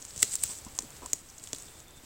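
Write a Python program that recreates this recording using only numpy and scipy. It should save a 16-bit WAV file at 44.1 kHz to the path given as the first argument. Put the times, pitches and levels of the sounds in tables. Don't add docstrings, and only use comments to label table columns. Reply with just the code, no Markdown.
import sys
import numpy as np
from scipy import signal
from scipy.fft import rfft, irfft
from scipy.io import wavfile
from scipy.ndimage import uniform_filter1d

SR = 44100
rng = np.random.default_rng(int(sys.argv[2]) if len(sys.argv) > 2 else 0)


def dump_mix(stems):
    frames = np.atleast_2d(stems).T
    limited = np.clip(frames, -1, 1)
    pcm = np.round(limited * 32767).astype(np.int16)
    wavfile.write(sys.argv[1], SR, pcm)


N = 90404

# frequency in Hz, relative level in dB.
AIR_SPECTRUM = [(20, -1), (79, 0.5), (138, -4), (190, -10), (293, -8), (558, -11.5), (1400, -15.5),
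                (2020, -16.5), (3340, -18.5), (8000, -23), (16000, -23.5)]
AIR_DB, AIR_WAVER_DB = -53.5, 1.22

# frequency in Hz, relative level in dB.
LEAF_SPECTRUM = [(200, -16), (1000, -19.5), (2000, -17), (3500, -11), (5000, -7.5), (6300, -4), (7300, 0.5),
                 (7900, 4), (8700, -2.5), (10000, -12.5), (12500, -20), (15300, -16.5), (16200, -56),
                 (17000, -63)]
# time in seconds, level in dB.
RUSTLE_ENVELOPE = [(0, -52), (.05, -50), (.14, -50), (.19, -41.5), (.245, -36), (.29, -40), (.338, -34),
                   (.375, -45), (.41, -43.5), (.445, -39), (.47, -38.5), (.495, -38), (.56, -45),
                   (.63, -51.5), (.72, -54.5), (.84, -50), (.87, -56.5), (.93, -54.5), (.975, -51),
                   (1.01, -58), (1.04, -51), (1.11, -51.5), (1.175, -50), (1.22, -60), (1.27, -55.5),
                   (1.3, -54), (1.33, -56.5), (1.41, -58), (1.44, -48), (1.51, -53), (1.56, -48),
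                   (1.66, -52), (1.74, -56), (1.79, -53.5), (1.85, -65.5), (1.94, -65), (1.97, -56),
                   (2.01, -63), (2.05, -54)]
GRAINS_PER_S, GRAIN_SPREAD_DB, LEAF_HISS_DB = 2800, 3.5, -3.5
BAND_WAVER_DB, BAND_WAVER_S = 2.2, 0.01

# frequency in Hz, gain in dB.
IMPULSE_SPECTRUM = [(40, -8), (150, -20), (300, 0.5), (700, -9.5), (1300, -2), (2100, -1), (3000, 2),
                    (5000, 1), (9000, -26), (11500, -3), (13000, -12.5), (17000, -21)]
TOP_RING_HZ, TOP_RING_WIDTH_HZ, RING_LAG_MS = 15500, 1300, 0.114
# start in seconds, level in dB, ring frequency in Hz, impulse gain in dB.
TWIG_TICKS = [(.0192, -12, 7150, -29), (0.0243, -8.5, 6800, -19), (.0509, -4.5, 7130, -19.5),
              (.1074, -12, 5470, -12), (.1617, -7, 7440, -16), (.1782, -2, 7200, -24),
              (.1948, -12, 6500, -14), (.2052, -3, 7900, -38), (.2227, 6, 8150, -25),
              (.2309, -3, 7800, -3.5), (0.3399, 1, 7600, -15.5), (.3536, -2, 7800, -23),
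              (.3551, 9, 7680, -24.5), (.4335, -3, 8100, -34), (.4398, -6.5, 8100, -7.5),
              (.5330, -8, 7700, -13.5), (.5869, -10.5, 7900, -18), (.6491, -9, 7350, -26),
              (.6852, -17.5, 5300, -25), (.7496, -21, 7560, -25), (.7522, -13, 7500, -26),
              (.7638, -14, 7500, -27), (.7788, -8, 7650, -31), (0.7892, -1, 7900, -24),
              (.8059, -10, 7540, -33), (.8228, -8, 7500, -18), (.9050, -14.5, 7250, -24),
              (1.0606, -2, 7600, -20.5), (1.0994, -17, 7500, -11), (1.2882, -17, 6240, -25),
              (1.3006, -14, 6000, -29), (1.3813, -11.5, 7100, -25), (1.3842, -11, 7200, -25),
              (1.3978, -18, 5040, -11), (1.4391, -6, 7550, -24), (1.4730, -11.5, 3520, -14),
              (1.4734, -10, 7000, -25), (1.4886, -13, 7400, -22), (1.5480, -7, 3570, -28),
              (1.5482, -8, 8000, -12), (1.5620, -10, 7200, -18), (1.5840, -17, 4000, -25),
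              (1.5849, -9.5, 8400, -23), (1.6004, -13, 6400, -25), (1.6047, -17, 7260, -26),
              (1.6232, -11, 7900, -28), (1.683, -15.5, 3530, -24), (1.8026, -15, 7000, -17),
              (1.8827, -21, 7360, -24), (1.9083, -21.5, 7360, -24)]
TICK_RELATIVE_WIDTH, TICK_TOP_DB, TICK_TOP_DB_PER_DB = 0.27, -16, 0.5
SCATTER_T60_S, SCATTER_DB, FOREST_T60_S, FOREST_DB = 0.014, -9, 0.32, -20.5

# start in seconds, level in dB, frequency in Hz.
HAND_BUMPS = [(.160, -42.5, 520), (.165, -39.5, 199), (0.177, -34.5, 107), (0.236, -34.5, 405),
              (0.245, -38, 230), (0.421, -42, 151), (.4385, -41.5, 570), (.451, -37.5, 103),
              (.494, -44, 260), (.6655, -32, 224), (.808, -39.5, 197), (.832, -38.5, 330),
              (.844, -37.5, 250), (0.939, -39.5, 170), (1.033, -44, 320), (1.215, -44, 187),
              (1.973, -38.5, 90), (2.036, -41.5, 264)]
BUMP_T60_S, BUMP_RISE_S = 0.027, 0.0008

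# start in seconds, level in dB, port ring frequency and width in Hz,
# impulse gain in dB, top ring gain in dB, gap in ms, second crack's gain in dB,
# the knock's own level in dB, wood resonance in Hz, its gain in dB.
TWIG_SNAPS = [(0.228, 17.5, 7800, 1510, -16, -14, 1.42, 1, -27, 2080, -14),
              (0.4361, 7.5, 8230, 1760, -24, -10, 1.03, 6, -36.5, 2390, -14),
              (0.7887, 8.5, 6470, 2200, -19, -40, 0.965, -12, -35.5, 910, -12.5),
              (1.1325, 15.5, 7050, 1510, -27, -16, 0.744, -10.5, -30.5, 2140, -17),
              (1.5316, 4, 7080, 2260, -14, -41, 0.29, -37, -27.5, 3370, -13)]
WOOD_WIDTH_HZ, WOOD_REFERENCE_HZ = 440, 2080
# frequency in Hz, gain in dB, 60 dB decay time in seconds.
KNOCK_MODES = [(126, -4.5, 0.026), (279.5, -12.5, 0.058), (314, -15.5, 0.027), (430, -9, 0.027),
               (600, -12, 0.027)]
KNOCK_LAG_S, KNOCK_LOW_CUT_HZ = 0.001564, 184

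# time in seconds, frequency in Hz.
SQUEAK_GLIDE = [(.28, 12600), (.315, 13400), (.345, 14350), (.38, 13300), (.43, 13100), (.47, 14100),
                (.49, 14600), (.515, 14550), (.545, 13400), (.58, 12800), (.605, 11700)]
SQUEAK_DB, SQUEAK_LOWER_RATIO, SQUEAK_LOWER_DB = -63, 0.81, -4

# start in seconds, length in seconds, level in dB.
HAND_RUBS = [(0.488, 0.0472, -54), (.664, 0.021, -50.5), (1.019, 0.047, -47)]
# frequency in Hz, relative level in dB.
RUB_SPECTRUM = [(80, -7.5), (300, -9), (600, -10), (800, -12.5), (990, -1), (1180, -10.5), (1500, -22),
                (2200, -43), (6000, -45)]

# start in seconds, length in seconds, level in dB.
WHISTLE_NOTES = [(1.536, .13, -73), (1.653, .17, -65.5), (1.857, .15, -64)]
WHISTLE_HZ, WHISTLE_WIDTH_HZ, WHISTLE_BLUR = 3563, 170, 0.39
PHONE_CUTOFF_HZ = 15900


def undb(db):
    return 10 ** (np.asarray(db) / 20)


def unit(x):
    return x / np.sqrt(np.mean(x ** 2))


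def colour(points, f):
    hz, db = np.array(points).T
    return undb(np.interp(np.log(f + 1), np.log(hz), db))


def shape(x, points):
    return unit(irfft(rfft(x) * colour(points, np.fft.rfftfreq(N, 1 / SR)), N))


def wander(seconds):
    size = int(seconds * SR) + 1
    averaged = uniform_filter1d(rng.standard_normal(N), size, mode="wrap")
    return unit(uniform_filter1d(averaged, size, mode="wrap"))


def gate(start, length, edge_s):
    t = np.arange(N) / SR - start
    return np.clip(np.minimum(t, length - t) / edge_s, 0, 1)


def add(out, start, x):
    i = int(np.clip(start * SR, 0, N - 1))
    out[i:i + len(x)] += x[:N - i]


def delay(x, ms):
    return irfft(rfft(x) * np.exp(-2j * np.pi * np.fft.rfftfreq(len(x), 1 / SR) * ms / 1000))


def resonance(f, hz, width):
    return (1j * f * width / (hz ** 2 - f ** 2 + 1j * f * width)) ** 2


def damped_mode(hz, t60):
    t = np.arange(SR // 4) / SR
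    return np.sin(2 * np.pi * hz * t) * np.exp(-np.log(1000) * t / t60)


def air():
    return undb(AIR_DB + AIR_WAVER_DB * wander(0.3)) * shape(rng.standard_normal(N), AIR_SPECTRUM)


def leaves():
    hits = rng.random(N) < GRAINS_PER_S / SR
    signs = rng.choice([-1, 1], N)
    sizes = undb(GRAIN_SPREAD_DB * np.minimum(rng.exponential(size=N), 3.5))
    hiss = undb(LEAF_HISS_DB) * rng.standard_normal(N)
    spectrum = rfft(shape(unit(hits * signs * sizes) + hiss, LEAF_SPECTRUM))
    band_position = np.linspace(0, 16, len(spectrum))
    rustle = np.zeros(N)
    for k in range(14):
        band = irfft(spectrum * np.maximum(1 - abs(band_position - k), 0), N)
        rustle += band * undb(BAND_WAVER_DB * wander(BAND_WAVER_S))
    return unit(rustle) * undb(np.interp(np.arange(N) / SR, *np.array(RUSTLE_ENVELOPE).T))


def crack(ring_hz, width_hz, impulse_db, top_db, size=2048):
    f = np.fft.rfftfreq(size, 1 / SR)
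    cepstrum = irfft(np.log(colour(IMPULSE_SPECTRUM, f)))
    cepstrum[1:size // 2] *= 2
    cepstrum[size // 2 + 1:] = 0
    impulse = undb(impulse_db) * irfft(np.exp(rfft(cepstrum)))
    port_ring = resonance(f, ring_hz, width_hz)
    top_ring = undb(top_db) * resonance(f, TOP_RING_HZ, TOP_RING_WIDTH_HZ)
    return impulse + delay(irfft(port_ring + top_ring), RING_LAG_MS)


def ticks():
    out = np.zeros(N)
    for start, db, hz, impulse_db in TWIG_TICKS:
        top_db = TICK_TOP_DB + TICK_TOP_DB_PER_DB * db
        add(out, start, undb(db) * crack(hz, TICK_RELATIVE_WIDTH * hz, impulse_db, top_db))
    return out


def reflections(x, t60, db):
    t = np.arange(SR // 2) / SR
    envelope = np.exp(-np.log(1000) * t / t60) * np.clip(t / 0.002, 0, 1) ** 2
    response = rng.standard_normal(len(t)) * envelope
    return undb(db) * signal.fftconvolve(x, response / np.linalg.norm(response))[:N]


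def bumps():
    out = np.zeros(N)
    for start, db, hz in HAND_BUMPS:
        mode = damped_mode(hz, BUMP_T60_S)
        rise = 1 - np.exp(-np.arange(len(mode)) / SR / BUMP_RISE_S)
        add(out, start, undb(db) * mode * rise)
    return out


def snaps():
    out = np.zeros(N)
    for start, db, hz, width, impulse_db, top_db, gap_ms, second_db, _, wood_hz, wood_db in TWIG_SNAPS:
        fracture = crack(hz, width, impulse_db, top_db)
        f = np.fft.rfftfreq(len(fracture), 1 / SR)
        wood_width = WOOD_WIDTH_HZ * WOOD_REFERENCE_HZ / wood_hz
        first = fracture + undb(wood_db) * irfft(resonance(f, wood_hz, wood_width))
        second = undb(second_db) * delay(first, gap_ms)
        add(out, start, undb(db) * (first + second))
    return out


def knocks():
    modes = sum(undb(db) * damped_mode(hz, t60) for hz, db, t60 in KNOCK_MODES)
    knock = signal.sosfilt(signal.butter(2, KNOCK_LOW_CUT_HZ, "high", fs=SR, output="sos"), modes)
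    out = np.zeros(N)
    for start, *_, knock_db, _, _ in TWIG_SNAPS:
        add(out, start + KNOCK_LAG_S, undb(knock_db) * knock)
    return out


def squeak():
    times, hz = np.array(SQUEAK_GLIDE).T
    pitch = np.interp(np.arange(N) / SR, times, hz) * (1 + 0.003 * wander(0.001))
    phase = 2 * np.pi * np.cumsum(pitch) / SR
    tones = unit(np.sin(phase)) + undb(SQUEAK_LOWER_DB) * unit(np.sin(SQUEAK_LOWER_RATIO * phase))
    return undb(SQUEAK_DB) * tones * gate(times[0], times[-1] - times[0], edge_s=0.017)


def rubs():
    friction = shape(rng.standard_normal(N), RUB_SPECTRUM)
    return friction * sum(undb(db) * gate(start, length, edge_s=0.0017) for start, length, db in HAND_RUBS)


def far_whistle():
    passband = resonance(np.fft.rfftfreq(N, 1 / SR), WHISTLE_HZ, WHISTLE_WIDTH_HZ)
    blur = unit(irfft(rfft(rng.standard_normal(N)) * passband, N))
    tone = unit(np.sin(2 * np.pi * WHISTLE_HZ * np.arange(N) / SR) + WHISTLE_BLUR * blur)
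    return tone * sum(undb(db) * gate(s, length, edge_s=0.025) for s, length, db in WHISTLE_NOTES)


def scene():
    twigs = ticks() + snaps()
    scatter = reflections(twigs, SCATTER_T60_S, SCATTER_DB)
    forest = reflections(twigs, FOREST_T60_S, FOREST_DB)
    near = leaves() + twigs + scatter + forest + bumps() + knocks() + rubs()
    return (near + squeak() + far_whistle() + air())[None]


def record(dry):
    return signal.sosfilt(signal.ellip(8, 0.2, 80, PHONE_CUTOFF_HZ, fs=SR, output="sos"), dry)


dry = scene()
out = record(dry)
dump_mix(out)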